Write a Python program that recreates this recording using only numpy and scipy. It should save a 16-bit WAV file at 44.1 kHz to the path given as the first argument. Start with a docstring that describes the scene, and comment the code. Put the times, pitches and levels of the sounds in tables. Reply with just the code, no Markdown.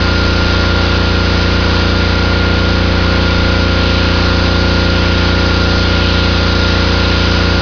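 """Pressure washer under a covered walkway

A single-cylinder four-stroke engine drives a pressure pump at governed speed under a covered walkway, while a
lance sweeps a fan of water over the paving near a small camera. Firing, crank and plungers hum on multiples of
the engine cycle; filtered noise makes the rush of gas, fan air and casing, a few narrow bands of buzz, the
flickering hiss of the jet and the low rumble of a breeze."""
import sys
import numpy as np
from scipy import signal
from scipy.fft import rfft, irfft
from scipy.io import wavfile
from scipy.ndimage import uniform_filter1d

SR = 44100
rng = np.random.default_rng(int(sys.argv[2]) if len(sys.argv) > 2 else 0)


def how_loud(loudness_db):
    """Turn decibels into a plain amplitude multiplier (0 dB gives 1, 20 dB gives 10)."""
    steps = np.asarray(loudness_db, float) / 20
    return 10 ** steps


def to_wav(s):
    """Save 16-bit WAV."""
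    ch = np.atleast_2d(s).T  # columns
    pcm = np.round(np.clip(ch, -1, 1) * 32767)  # PCM
    wavfile.write(sys.argv[1], SR, pcm.astype(np.int16))


N = 335601


def curve(table):
    """Columns of a table joined by straight lines in time."""
    s, *columns = np.transpose(table)
    return [np.interp(np.arange(N) / SR, s, c) for c in columns]


def unit(x):
    """Scaled to rms 1."""
    return x / np.sqrt(np.mean(x ** 2))


def walk(rate):
    """Random levels, each held for 1 / rate seconds and slewed twice; rms 1."""
    hold = int(SR / rate)
    levels = np.repeat(rng.standard_normal(N // hold + 1), hold)
    slewed = uniform_filter1d(uniform_filter1d(levels, hold), hold)
    return unit(slewed[:N])


def band(lo_hz, hi_hz, order=2):
    """Noise between two edges, rms 1."""
    sos = signal.butter(order, [lo_hz, hi_hz], "band", fs=SR, output="sos")
    return unit(signal.sosfilt(sos, rng.standard_normal(N)))


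def swell(at_s, width_s):
    """A smooth rise to 1 and fall around a moment."""
    return np.exp(-((np.arange(N) / SR - at_s) / width_s) ** 2)


def engine_cycle():
    """Engine cycles completed so far, as the governor hunts around its speed."""
    # governed speed: (time [s], cycle rate [Hz])
    governed_speed = [(0.0, 29.43), (0.29, 29.228), (0.36, 29.328), (0.68, 29.245), (1.25, 29.275),
                      (1.67, 29.384), (2.17, 29.328), (2.41, 29.443), (2.79, 29.413), (2.95, 29.319),
                      (3.56, 29.406), (3.89, 29.131), (4.03, 29.457), (4.45, 29.255), (4.69, 29.584),
                      (4.81, 29.271), (5.32, 29.451), (5.59, 29.212), (5.84, 29.467), (6.32, 29.291),
                      (6.79, 29.362), (6.86, 29.095), (7.0, 29.333), (7.61, 29.43)]
    return np.cumsum(curve(governed_speed)[0]) / SR


def hum(cycle):
    """Three plungers sound on every third order, the crank on other even orders, firing on the other odd ones."""
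    # tones of the machine, before they waver: (multiple of the cycle [1], level [dB rms])
    machine_orders = [(1, -34.5), (2, -18), (3, -16), (4, -40), (5, -38), (6, -22), (7, -28.5), (8, -28.5),
                      (9, -29), (10, -27.5), (11, -31), (12, -27.5), (13, -36), (14, -32.5), (15, -50),
                      (16, -29), (17, -32.5), (18, -29), (19, -31), (20, -36.5), (22, -39.5), (23, -48.5),
                      (24, -48), (27, -43.5), (28, -40.5), (30, -39), (33, -41), (34, -39.5), (35, -43.5),
                      (36, -45), (37, -40.5), (38, -45), (41, -45.5), (44, -41.5), (47, -36), (48, -25.5),
                      (49, -44.5), (50, -39.5), (51, -45), (52, -36), (56, -42), (57, -41), (62, -50.5),
                      (63, -53)]
    # pump load, a slow drift: (time [s], level [dB])
    pump_load = [(0.0, -.3), (.9, -.5), (2.1, -0.2), (2.7, .5), (3.9, 0.35), (5.2, 0.55), (6.9, -0.35),
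                 (7.61, 0.1)]
    # cooling-fan whine, relative to its order: (time [s], level [dB])
    fan_whine = [(0.0, 2), (.59, 2.5), (1.2, -0.3), (2.1, 0), (2.45, 3), (2.9, -2), (3.2, 1.1),
                 (4.35, -0.1), (4.7, 0.6), (6.0, 1.5), (6.4, .1), (6.68, 2.2), (6.9, -1), (7.2, 1.4),
                 (7.61, 0.2)]
    # the ninth and eighteenth orders swell and fade together: (time [s], level [dB])
    ninth_orders = [(0.0, -1.5), (2.1, -1.5), (3.0, 1.2), (3.9, 3), (5.5, 0.5), (6.4, -1), (7.61, -1)]
    fan_order = 48
    # (place in the cycle [cycles], smear by pipe and walls [cycles per order squared], phase offset [cycles])
    plungers, crank, firing = (.2322, -.0163, -.497), (.6086, .0152, -.13), (.4484, -.0286, .015)

    load_db = curve(pump_load)[0]
    ninths_db = curve(ninth_orders)[0]
    bark_db = .5 * walk(25)  # no two firings are quite alike; the crank orders share this waver
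    whine_db = curve(fan_whine)[0] + 0.4 * walk(30)
    tones = 0
    for k, order_db in machine_orders:
        if k % 3 == 0:
            place, smear, offset = plungers
            # load sharpens the plunger strokes, so their upper orders follow it most
            waver_db = load_db * min(0.089 * k, 2.5)
        else:
            place, smear, offset = crank if k % 2 == 0 else firing
            waver_db = bark_db * (k > 5)
        if k in (9, 18):
            waver_db = ninths_db
        if k == fan_order:
            waver_db = whine_db
        else:
            waver_db = waver_db + .5 * walk(2) * (k > 5)
        # uneven crank speed blurs the higher orders most
        shake = 0.0018 * k * walk(20)
        turns = k * (cycle - place) - smear * k * k + offset + shake
        tones = tones + how_loud(order_db + waver_db) * np.cos(2 * np.pi * turns)
    return np.sqrt(2) * tones


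def rush(cycle):
    """Broad noise of gas, fan air and casing; a puff of gas lifts its middle once a cycle."""
    # relative spectrum of the rush: (frequency [Hz], level per hertz [dB])
    rush_spectrum = [(45, -6.5), (90, -1), (125, -0.5), (180, -1.5), (320, -2.5), (600, -2.5), (800, 0.5),
                     (1150, 2), (1450, -3.5), (1900, -15.5), (3000, -7.5)]
    bin_hz = np.maximum(np.fft.rfftfreq(N, 1 / SR), 1)
    point_hz, point_db = np.transpose(rush_spectrum)
    # joined along log frequency: the table is sparse at the top
    shape_db = np.interp(np.log(bin_hz), np.log(point_hz), point_db, left=-40, right=-60)
    steady = unit(irfft(rfft(rng.standard_normal(N)) * how_loud(shape_db), N))
    puff_gain = np.exp(-((cycle % 1 - .8) / 0.028) ** 2)  # place and width in cycles
    puff = puff_gain * band(650, 1300)
    gain = how_loud(-24.5 + 0.51 * walk(4.1))
    return gain * (steady + how_loud(1.5) * puff)


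def narrow_buzz():
    """Narrow bands of buzz, each wavering slowly in level."""
    # narrow buzz bands, before they waver: (centre [Hz], width [Hz], level [dB rms])
    buzz_bands = [(768, 30, -42), (1048, 60, -40.5), (1438, 16, -37), (1854, 39, -47), (2797, 140, -42.5)]
    buzz = 0
    for hz, width_hz, panel_db in buzz_bands:
        gain = how_loud(panel_db + 2.0 * walk(3))
        buzz = buzz + gain * band(hz - width_hz / 2, hz + width_hz / 2)
    return buzz


def jet(cycle):
    """Bands of hiss flicker alone as the fan of water crosses rough stone; lower ones carry splash and runoff."""
    # relative level of the hiss as the worker walks about: (time [s], level [dB])
    lance_hiss = [(0.0, -24), (1.6, -24.5), (2.9, -26.5), (3.6, -24.5), (4.7, -23.5), (5.1, -24.5),
                  (5.5, -23.5), (7.61, -22.5)]
    # the lance swings out towards the low wall and the splash swells: (time [s], rise [dB])
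    lance_swings = [(3.95, 3), (5.05, 3), (6.1, 3.5), (7.15, 3.7)]
    hiss_db = curve(lance_hiss)[0]
    splash_db = -26 + sum(rise_db * swell(s, 0.25) for s, rise_db in lance_swings)
    surge = walk(9)  # shared by all bands
    # each of three plunger strokes a cycle pushes the pressure up
    stroke_db = 0.77 * np.cos(2 * np.pi * 3 * (cycle - .1))
    runoff_db = -26 + stroke_db
    water = 0
    for hz in np.arange(1500, 6000, 400):
        splash_share = np.exp(-((hz - 3000) / 750) ** 2)
        runoff_share = np.clip((2700 - hz) / 600, 0, 1)
        # each band leans towards the level of the part that covers it
        band_db = hiss_db + splash_share * (splash_db - hiss_db) + runoff_share * (runoff_db - hiss_db)
        tilt_db = -5.0 - 0.31 * np.log2(hz / 4000)
        flicker_db = 0.27 * surge + 0.58 * walk(6)
        water = water + how_loud(band_db + tilt_db + flicker_db) * band(hz - 200, hz + 200)
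    return water


def breeze():
    """Slow pressure wobble on the microphone, below the hum: restless calm air and short gusts."""
    # gusts added to the calm air: (time [s], peak level [dB])
    mic_gusts = [(.48, -30), (1.14, -32.5), (2.7, -35), (3.01, -31), (3.43, -24), (3.77, -33), (4.22, -33),
                 (4.45, -31.5), (4.87, -36)]
    calm = how_loud(-40.5 + 4.0 * walk(4.5))
    gusts = sum(how_loud(peak_db) * swell(s, 0.082) for s, peak_db in mic_gusts)
    return (calm + gusts) * band(5.5, 32)


def scene():
    """Machine, jet and air added at one microphone."""
    cycle = engine_cycle()
    mix = hum(cycle) + rush(cycle) + narrow_buzz() + jet(cycle) + breeze()
    return mix[None]


def low_pass(x):
    """Removes everything above the highest recorded frequency."""
    return signal.sosfilt(signal.butter(12, 7120, fs=SR, output="sos"), x)


def record(dry):
    """The camera samples slowly; a leaky smoothing filter lets a mirror of the top through; peaks clip."""
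    camera_hz, ceiling = 11025, .99
    step = SR // camera_hz
    guard = signal.firwin(numtaps=161, cutoff=5330, window=("kaiser", 6.0), fs=SR)
    guarded = np.convolve(dry[0], guard, "same")
    # one sample kept in each step, zeros between
    sparse = np.zeros(N)
    sparse[::step] = step * guarded[::step]
    smooth = signal.firwin(numtaps=67, cutoff=5500, window=("kaiser", 9.0), fs=SR)
    offset = -.0037  # constant shift of the waveform
    mix = np.clip(np.convolve(sparse, smooth, "same") + offset, -ceiling, ceiling)
    return low_pass(mix[None])


dry = scene()
out = record(dry)
to_wav(out)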